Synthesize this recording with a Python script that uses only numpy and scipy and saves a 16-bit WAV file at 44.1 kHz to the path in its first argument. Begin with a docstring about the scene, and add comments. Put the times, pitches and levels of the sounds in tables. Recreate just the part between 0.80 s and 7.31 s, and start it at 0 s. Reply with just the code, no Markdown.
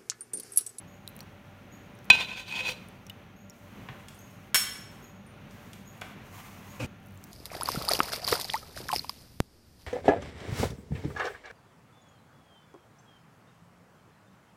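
"""A hard-walled home kitchen hums (filtered noise) under spells of rustling movement (shaped noise); a fan
squeaks once a turn (gliding tones), and drips and wet ticks snap and ring (noise bursts, damped sines).
A serving spoon strikes the inside of a cooking pot (modes set off by clicks), then scrapes it (stick-slip grains).
Knocks and bright clatters (noise bursts, wooden modes) and clanks of steel cutlery (modes, broad crash) lie further off.
Near the end a dish is dragged (boom and rasp), and rice patters on a plate (noise snaps, the louder grains ringing)."""
import sys
import numpy as np
from scipy import signal
from scipy.fft import rfft, irfft, next_fast_len
from scipy.io import wavfile
from scipy.ndimage import uniform_filter1d

SR = 44100
rng = np.random.default_rng(int(sys.argv[2]) if len(sys.argv) > 2 else 0)


def int16_out(signal):
    """Quantize to a 16-bit WAV file."""
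    q = np.round(np.clip(np.atleast_2d(signal).T, -1, 1) * 32767)
    wavfile.write(sys.argv[1], SR, q.astype(np.int16))


def voltage_ratio(decibels):
    """Convert decibels (scalar or array-like) to amplitude ratios, 20 dB per decade."""
    exponent = np.asarray(decibels, float) / 20
    return 10 ** exponent


N = 287267

# modes of the pot with the spoon against it: f/Hz, free t60/s, relative level/dB struck, relative level/dB rubbed
POT_MODES = [(511, 0.3, -28.5, -24), (930, 0.39, -34, -15.5), (1018, 0.07, -12, -4.5),
             (1543, 0.17, -10, -12), (1920, 0.12, -25.5, -21), (2280, 0.091, -14.5, -55),
             (2449, .09, -14, -5), (2505, .095, 2.5, -3), (2527, .17, -3.5, -4), (2575, .06, -15, -1),
             (2580, 0.053, -36, -38), (2820, 0.27, -10.5, -11), (3064, 0.21, -19.5, -10.5),
             (3080, 0.096, -10.5, -26), (3450, 0.095, -6, -42), (3510, 0.045, -2.5, -11.5),
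             (3610, 0.086, -20, -3), (3976, 0.079, -5.5, -3), (4060, 0.035, -13, -10),
             (4530, 0.0484, -6, -6), (4580, 0.051, -10, -48), (4980, 0.048, -39, -16),
             (5720, 0.089, -22, -11.5), (6390, 0.03, -47, -12.5), (6860, 0.041, -17.5, -18),
             (8450, .02, -31, -34), (8450, .02, -27, -21)]


def rms_one(x):
    """Normalisation: scale to unit rms."""
    return x / np.sqrt(np.mean(x ** 2) + 1e-20)


def level(rows, column):
    """Envelope: gain along straight lines in dB between the rows, silent outside them."""
    rows, out = np.array(rows), np.zeros(N)
    first, last = max(round(rows[0, 0] * SR), 0), min(round(rows[-1, 0] * SR), N)
    span = np.arange(first, last)
    out[span] = voltage_ratio(np.interp(span / SR, rows[:, 0], rows[:, column]))
    return out


def coloured(spectrum):
    """Spectral shaping: white noise weighted by a dB curve over log frequency, rms 1."""
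    hz, db = np.transpose(spectrum)
    size = next_fast_len(N)
    log_hz = np.log(np.maximum(np.fft.rfftfreq(size, 1 / SR), 1))
    weight = voltage_ratio(np.interp(log_hz, np.log(hz), db))
    noise = irfft(rfft(rng.standard_normal(size)) * weight, size)
    return rms_one(noise[:N])


def band(x, low_hz, high_hz):
    """Band-pass filtering between two edges."""
    edges = [low_hz, min(high_hz, .45 * SR)]
    return signal.sosfilt(signal.butter(2, edges, "band", fs=SR, output="sos"), x)


def drift(rate):
    """Random modulation: normal values of spread 1, drawn rate times a second and joined by lines."""
    steps = rng.standard_normal(int(N * rate / SR) + 2)
    return np.interp(np.arange(N) * rate / SR, np.arange(len(steps)), steps)


def ring(x, hz, t60):
    """Damped resonator: a unit click sets off a decaying sine of height 1."""
    r, w = voltage_ratio(-60 / (max(t60, .001) * SR)), 2 * np.pi * hz / SR
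    driven, out = np.flatnonzero(x), np.zeros(len(x))
    # computed from the first drive until the ring has died away
    part = slice(driven[0], driven[-1] + int(2 * t60 * SR))
    out[part] = signal.lfilter([0, np.sin(w)], [1, -2 * r * np.cos(w), r * r], x[part] + 1e-18)
    return out


def place(out, s, sound):
    """Superposition: a copy of out with a short sound added at time s."""
    i, out = round(s * SR), out.copy()
    out[i:i + len(sound)] += sound[:N - i]
    return out


def burst(t60, length=.05):
    """Exponential decay: white noise that dies away."""
    t = np.arange(round(length * SR)) / SR
    return rng.standard_normal(len(t)) * voltage_ratio(-60 * t / t60)


def room_tone():
    """Stationary noise: a coloured floor, and noise through narrow resonators that hums."""
    # spectrum of the floor: f/Hz, relative level per Hz/dB
    floor_spectrum = [(25, -27), (45, -7), (75, -13), (110, -4.5), (150, -5), (200, -4), (310, -13.5),
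                      (600, -17.5), (1200, -20.5), (2600, -23), (4200, -34), (5000, -40), (6200, -35.5),
                      (7500, -46), (12000, -42.5), (16000, -45)]
    # hums: f/Hz, nominal width/Hz, rms level/dB
    hum_bands = [(97, 6.4, -58), (197.2, 21, -59), (778, 32, -69), (584.6, 8.7, -66.5), (1389, 17, -71)]
    tone = voltage_ratio(-50.5 + 2.4 * drift(5)) * coloured(floor_spectrum)
    hum = 0
    for hz, width_hz, db in hum_bands:
        hum = hum + voltage_ratio(db) * rms_one(ring(rng.standard_normal(N), hz, 3.04 / width_hz))
    return tone + hum


def rustle():
    """Noise under envelopes: rustling movement and two fading tails, each a bright hiss and a middle body."""
    # rustling movement, with the fading tails of the scrape (1.947 s) and of a clank (4.101 s):
    # start t/s, length/s, relative level/dB at start, relative level/dB at end, gain of the body/dB
    noise_rows = [(0, 1.7, -84, -83, 13), (1.947, .5, -75, -83.5, 9), (2.72, 0.98, -72.5, -73, 7),
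                  (4.101, 0.29, -68.5, -82, 9.5), (4.702, .33, -69, -70, 6.5), (5.033, .3, -79, -69, 11.5),
                  (5.441, 0.55, -68.5, -69, 7.5), (5.529, 0.29, -63, -75, 9), (5.845, 0.22, -71.5, -73, 13),
                  (6.202, 0.33, -83, -67.5, 2.5)]
    # spectrum of the hiss: f/Hz, relative level per Hz/dB
    hiss_spectrum = [(2500, -25), (4000, 0.5), (5000, -1.5), (6500, 3), (8000, -3.5), (13000, 0),
                     (16000, -2.5)]
    # spectrum of the body: f/Hz, relative level per Hz/dB
    body_spectrum = [(400, -24.5), (700, -6.5), (1080, 0.5), (1450, -12), (2000, -6.5), (3200, -13.5),
                     (4500, -23.5)]
    fade_s = .04  # smooths both ends of a row
    bright = coloured(hiss_spectrum) * voltage_ratio(4.5 + 0.73 * drift(120))
    middle = coloured(body_spectrum) * voltage_ratio(2.8 * drift(30))
    out = np.zeros(N)
    for s, length, start_db, end_db, body_db in noise_rows:
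        line = level([(s, start_db), (s + length, end_db)], column=1)
        envelope = uniform_filter1d(line, size=round(fade_s * SR))
        out += envelope * (bright + voltage_ratio(body_db) * middle)
    return out


def squeaks():
    """Frictional vibration of a fan bearing, once a turn: a rough tone scoops up and sags, with its octave."""
    first_s, turn_s, length_s, rise_s = .067, .8303, .11, .011
    pitch_hz, scoop_hz, scoop_s, sag_hz_per_s = 6830, 450, .018, 1000
    nominal_db, growth_db_per_s, fade_db_per_s, octave_db = -63, .5, 199.5, -5
    t, out = np.arange(round(length_s * SR)) / SR, np.zeros(N)
    hz = pitch_hz - scoop_hz * np.exp(-t / scoop_s) - sag_hz_per_s * t
    fade = voltage_ratio(nominal_db - fade_db_per_s * t) * np.sqrt(1 - t / length_s)
    shape = np.minimum(t / rise_s, 1) * fade
    for start in np.arange(first_s, N / SR, turn_s):
        phase = 2 * np.pi * np.cumsum(hz + 110 * drift(300)[:len(t)]) / SR
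        tone = np.sin(phase) + voltage_ratio(octave_db) * np.sin(2 * phase)
        out = place(out, start, voltage_ratio(growth_db_per_s * start) * shape * tone)
    return out * voltage_ratio(9.0 * drift(230))  # roughness in level


def ticks():
    """Impulsive excitation: each drip, wet tick or louder rice grain is a bright snap and a short damped ring."""
    # drips, wet ticks, and at 6.27-6.44 s the louder rice grains:
    # t/s, gain of the snap/dB, ring f/Hz, ring peak level/dB, ring t60/s
    tick_rows = [(.2768, -30, 3960, -29.5, 0.0075), (.288, -46, 13400, -45, 0.035),
                 (.2885, -60, 10200, -50, .035), (.3545, -44, 13000, -55, .007),
                 (0.365, -32, 12000, -35.5, .008), (.391, -38, 2210, -41, .007),
                 (.4055, -34.5, 4270, -33.5, 0.0048), (0.407, -48, 5750, -46, 0.042),
                 (0.429, -50, 8700, -58, .015), (1.152, -58.5, 9300, -54, .01),
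                 (1.189, -47.5, 5800, -51, .008), (1.2447, -44.5, 6000, -52, .008),
                 (1.254, -42.5, 12000, -54, 0.0088), (2.0863, -43, 10500, -43, .008),
                 (2.2667, -45, 5820, -40, 0.026), (2.2973, -39, 2950, -33, 0.028),
                 (2.302, -48.5, 3600, -38.5, 0.021), (2.698, -39.5, 6830, -41, 0.012),
                 (2.704, -56.5, 5600, -46, 0.021), (6.27, -45.5, 11970, -56.5, .008),
                 (6.341, -47, 15000, -61.5, .008), (6.375, -45.5, 7500, -48.5, 0.0084),
                 (6.4398, -36, 5470, -43, 0.013), (6.444, -41.5, 14000, -50, .012)]
    snap_edge, snap_share = .7, .55  # snap's lower edge over ring pitch; its decay over that of the ring
    out = np.zeros(N)
    for s, snap_db, hz, ring_db, t60 in tick_rows:
        snap = burst(snap_share * t60)
        for _ in range(2):  # twice, for steeper edges
            snap = band(snap, snap_edge * hz, 17000)
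        ping = ring(burst(snap_share * t60), hz, t60)
        ping = ping / np.max(np.abs(ping))
        out = place(out, s, voltage_ratio(snap_db) * snap + voltage_ratio(ring_db) * ping)
    return out


def struck_pot():
    """Modal response to impact: rapid contacts set off the pot's modes, with a crack and a thump."""
    # rapid contacts of the spoon, the third strongest: t/s, relative level/dB
    contacts = [(1.3008, -24), (1.3018, -15), (1.3030, -13), (1.3046, -20)]
    s, db = np.transpose(contacts)
    clicks = np.zeros(N)
    clicks[np.round(s * SR).astype(int)] = voltage_ratio(db)
    struck = sum(voltage_ratio(mode_db) * ring(clicks, hz, t60) for hz, t60, mode_db, _ in POT_MODES)
    crack = place(np.zeros(N), s[0], voltage_ratio(-16) * band(burst(.02), 600, 7200))
    thump = place(np.zeros(N), s[1], voltage_ratio(-15.5) * band(burst(0.2, .15), 85, 238))
    return struck + crack + thump


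def scraped_pot():
    """Stick-slip friction: random grains and jolts drive the pot's modes, damped by the spoon, under hiss."""
    # the spoon dragged over the pot: t/s, pressure level/dB, speed (0-1)
    strokes = [(1.328, -25, 0.2), (1.376, -36.5, 0.2), (1.41, -28.5, 0), (1.44, -40.5, 0.34),
               (1.549, -43, 0.1), (1.6, -36.5, .4), (1.625, -46, 0.45), (1.66, -51, 0.2),
               (1.684, -40.5, 0.47), (1.75, -33, 0), (1.8, -31, 0.13), (1.82, -36.5, 0.1),
               (1.832, -43.5, 0.4), (1.855, -31, 0.23), (1.9, -37.5, 0.86), (1.92, -39.5, 0.77),
               (1.94, -52, 0.8), (2.0, -67, 0.5)]
    # jolts of the spoon: t/s, relative level/dB, best excited f/Hz
    jolts = [(1.393, -37, 1003), (1.435, -44, 1000), (1.578, -43, 2590), (1.602, -43, 1500),
             (1.809, -39.5, 500), (1.888, -37, 502), (1.96, -54, 496)]
    # spectrum of the broad hiss: f/Hz, relative level per Hz/dB
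    hiss_spectrum = [(180, -40), (300, -76), (511, -14), (2170, -24), (2570, -3.5), (3290, 3.5),
                     (4090, -10.5), (16000, -40)]
    grains_per_s, damping, jolt_reach = 1600, .55, .13  # mean rate; share of ring time left; octaves
    low_modes_db = -3  # under 1.3 kHz
    upper_modes_db, upper_speed_db = -5, 7  # over 3.3 kHz: gain at rest, and what full speed adds
    sizzle_db, sizzle_speed_db = -30.5, 24  # bright hiss likewise
    t = np.arange(N) / SR
    pressure = level(strokes, column=1)
    speed = np.interp(t, np.array(strokes)[:, 0], np.array(strokes)[:, 2])
    slips = rng.random(N) < grains_per_s / SR
    sizes = voltage_ratio(3.35 * np.minimum(rng.exponential(1, N), 4))
    grains = rms_one(slips * sizes * rng.choice([-1, 1], N))
    grains = grains * voltage_ratio(3.0 * drift(60)) * pressure
    s, jolt_db, best_hz = np.transpose(jolts)
    jolt_at = np.round(s * SR).astype(int)
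    rubbed = np.zeros(N)
    for hz, t60, _, db in POT_MODES:
        touch = voltage_ratio(db + 2.8 * drift(25))  # the contact point wanders
        if hz < 1300:
            touch = touch * voltage_ratio(low_modes_db)
        elif hz > 3300:
            touch = touch * voltage_ratio(upper_modes_db + upper_speed_db * speed)
        # long rings would gather more energy from the grains
        drive = voltage_ratio(5.5) * grains * touch / np.sqrt(damping * t60 * SR)
        octaves_off = np.log2(hz / best_hz)
        drive[jolt_at] += voltage_ratio(jolt_db - 14 * (octaves_off / jolt_reach) ** 2)
        rubbed += ring(drive, hz, damping * t60)
    hiss = pressure * voltage_ratio(-8 + 3.5 * drift(80)) * coloured(hiss_spectrum)
    sizzle_gain = voltage_ratio(sizzle_db + sizzle_speed_db * speed + 1.3 * drift(150))
    sizzle = pressure * sizzle_gain * rms_one(band(rng.standard_normal(N), 3700, 13500))
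    return rubbed + hiss + sizzle


def knocks():
    """Impact and resonance: a short band of noise, while the same band of the blow rings a wooden cupboard."""
    # knocks and bright clatters across the room: t/s, relative level/dB, lower edge f/Hz, upper edge f/Hz
    knock_rows = [(3.088, -39.5, 300, 3300), (3.092, -39, 79, 250), (3.285, -43.5, 2450, 14950),
                  (4.71, -54, 4070, 9980), (4.933, -45, 2000, 14000), (5.177, -56, 8000, 14930),
                  (5.214, -42, 2000, 15000), (5.218, -34.5, 450, 3230)]
    # modes of the cupboard: f/Hz, relative level/dB, t60/s
    cupboard_modes = [(260, -8, .025), (780, -4, .016), (1050, -5, .016), (1480, -1, .014),
                      (2250, -1, .012), (2800, -5, .01), (3300, -5, .012)]
    shortest_t60_s, extra_cycles, cupboard_db = .029, 13, 5  # deeper knocks last longer
    out, blows = np.zeros(N), np.zeros(N)
    click = np.arange(SR // 20) == 0
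    for s, db, low_hz, high_hz in knock_rows:
        noise = burst(shortest_t60_s + extra_cycles / low_hz, .1)
        noise = noise * np.sqrt(SR / 2 / (high_hz - low_hz))  # makes up for the narrow band
        noise = band(band(noise, low_hz, high_hz), 0.15 * low_hz, 0.84 * high_hz)
        out = place(out, s - .001, voltage_ratio(db) * noise)
        blows = place(blows, s, voltage_ratio(db + cupboard_db) * band(click, low_hz, high_hz))
    return out + sum(voltage_ratio(db) * ring(blows, hz, t60) for hz, db, t60 in cupboard_modes)


def cutlery():
    """Selective modal excitation: each clank favours modes near its own pitch, over a broad crash."""
    # modes of the steel: f/Hz, relative level/dB, t60/s
    steel_modes = [(1515, -3, .15), (1700, -7, .1), (2268, -2.5, .24), (2810, -12, .2), (3030, -8, .15),
                   (3185, -6, .15), (3320, -7, .21), (3500, -12, .1), (4330, -12, .1), (4500, -16, .2),
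                   (5408, 0, .32), (5680, -20, .12), (5940, -16, .1), (6535, -14, .2), (6680, -3, .25),
                   (7150, -9, .2), (7460, -15, .18), (7640, -16, .16), (8060, -4, .3), (8960, -15, .15),
                   (9480, -13, .15), (9570, -6, .25), (9920, -12, .2), (10210, -12, .2), (11150, -5, .25),
                   (11300, -8, .22), (12420, -4, .22), (12850, -9, .2), (13180, -8, .2), (13680, -3, .22),
                   (14600, -7, .18), (15200, -11, .15)]
    # clanks: t/s, relative level/dB, best excited f/Hz, reach/octaves, relative crash level/dB
    clanks = [(3.345, -47.5, 9700, 0.35, -67), (3.505, -56, 9000, 0.54, -75),
              (3.7448, -14, 6900, 1.94, -20), (3.7558, -11.5, 5500, 0.68, -22.5),
              (4.465, -38, 9040, 0.058, -66)]
    # spectrum of the crash: f/Hz, relative level per Hz/dB
    crash_spectrum = [(240, -64), (400, -34), (1560, -4.5), (2090, -7.5), (3120, -8), (4880, -14.5),
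                      (5520, -10.5), (6240, -15), (9920, -11), (16000, -19.5)]
    twin_split, twin_db = .0025, -8  # each mode has a weaker twin this share higher
    crash_decays = [(0, .06), (-22, .5)]  # level/dB, t60/s: the crash, then the shimmer of many small modes
    s, peak_db, best_hz, reach, crash_db = np.transpose(clanks)
    at, out = np.round(s * SR).astype(int), np.zeros(N)
    for hz, db, t60 in steel_modes:
        clicks = np.zeros(N)
        octaves_off = np.log2(hz / best_hz)
        chance_db = 1.8 * rng.standard_normal(len(s))
        clicks[at] = voltage_ratio(peak_db + db - 12 - 4.7 * (octaves_off / reach) ** 2 + chance_db)
        out += ring(clicks, hz, t60) + voltage_ratio(twin_db) * ring(clicks, hz * (1 + twin_split), t60)
    loud, dying = np.zeros(N), np.zeros(N)
    loud[at] = voltage_ratio(crash_db)
    for db, t60 in crash_decays:
        dying += voltage_ratio(db) * signal.lfilter([1], [1, -voltage_ratio(-60 / (t60 * SR))], loud + 1e-18)
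    return out + dying * coloured(crash_spectrum)


def drag():
    """Friction-driven resonance: a dish rasps on a table top that booms, the boom slower to build."""
    # spectrum of the rasp: f/Hz, relative level per Hz/dB
    rasp_spectrum = [(150, -28), (250, 3.5), (444, -20), (519, -3.5), (710, -16), (860, -13), (1400, -15.5),
                     (2050, -23), (2490, -7), (3400, -26.5), (4820, -26.5), (6700, -26.5), (11700, -35),
                     (12800, -34), (16000, -46)]
    start_s, end_s, onset_db, end_db = 5.99, 6.062, -25, -4  # breaks off short

    def swell(rise_s):
        """Envelope: a rise to full level, then a slight fall."""
        return level([(start_s, onset_db), (start_s + rise_s, 0), (end_s, end_db)], column=1)

    boom = ring(rng.standard_normal(N), 114, 0.24) + 0.45 * ring(rng.standard_normal(N), 198, 0.065)
    rasp = voltage_ratio(2.2 * drift(150)) * coloured(rasp_spectrum)
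    return voltage_ratio(-30) * swell(.033) * rms_one(boom) + voltage_ratio(-35.5) * swell(.012) * rasp


def rice():
    """Random point process: the softer grains patter on a plate, each a bright snap without a ring."""
    start_s, end_s, grains_per_s, typical_db = 6.19, 7.7, 45., -52.5  # mean rate; level of the landing
    t = np.arange(N) / SR
    lands = (rng.random(N) < grains_per_s / SR) * (t > start_s) * (t < end_s)
    lands = lands * voltage_ratio(typical_db + 3.7 * rng.standard_normal(N))
    return signal.fftconvolve(lands, band(burst(.005), 8000, 17000))[:N]


def kitchen(x):
    """Diffuse reverberation: hard walls return a dense decaying echo, its treble dying sooner."""
    t = np.arange(SR // 2) / SR
    rise = np.clip(t / 0.006, 0, 1)
    low = band(burst(.69, .5), 200, 6800)
    high = band(burst(.48, .5), 7500, 26000)
    tail = rise * (low + high)
    return signal.fftconvolve(x, tail / np.sqrt(np.sum(tail ** 2)))[:N]


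def scene():
    """Direct-to-reverberant ratio: near things are nearly dry, far ones have more echo."""
    squeak, tick = squeaks(), ticks() + rice()
    struck, rubbed = struck_pot(), scraped_pot()
    knock, clank = knocks(), cutlery()
    direct = struck + rubbed + clank + tick + knock + squeak
    near = voltage_ratio(-21) * (struck + tick)
    far = voltage_ratio(-16.5) * rubbed + voltage_ratio(-6.5) * clank + voltage_ratio(-3.5) * knock + voltage_ratio(2.5) * squeak
    mix = direct + kitchen(near + far) + drag() + room_tone() + rustle()
    return mix[None]


def band_limit(x):
    """A steep low-pass at the top of the band."""
    return signal.sosfilt(signal.butter(12, 16870, fs=SR, output="sos"), x)


def record(dry):
    """Microphone response: soft saturation of the loudest peaks, a treble dip and band limits."""
    dip_hz, dip_width_hz, dip_depth = 10500, 1100, .33
    heard = dry / (1 + np.abs(dry / .95) ** 6) ** (1 / 6)
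    dip = signal.lfilter(*signal.iirpeak(dip_hz, dip_hz / dip_width_hz, SR), heard)
    heard = heard - dip_depth * dip
    heard = signal.sosfilt(signal.butter(3, 40, "high", fs=SR, output="sos"), heard)
    finished = signal.sosfilt(signal.cheby2(16, 30, 16000, fs=SR, output="sos"), heard)
    return band_limit(finished)


dry = scene()
out = record(dry)
int16_out(out)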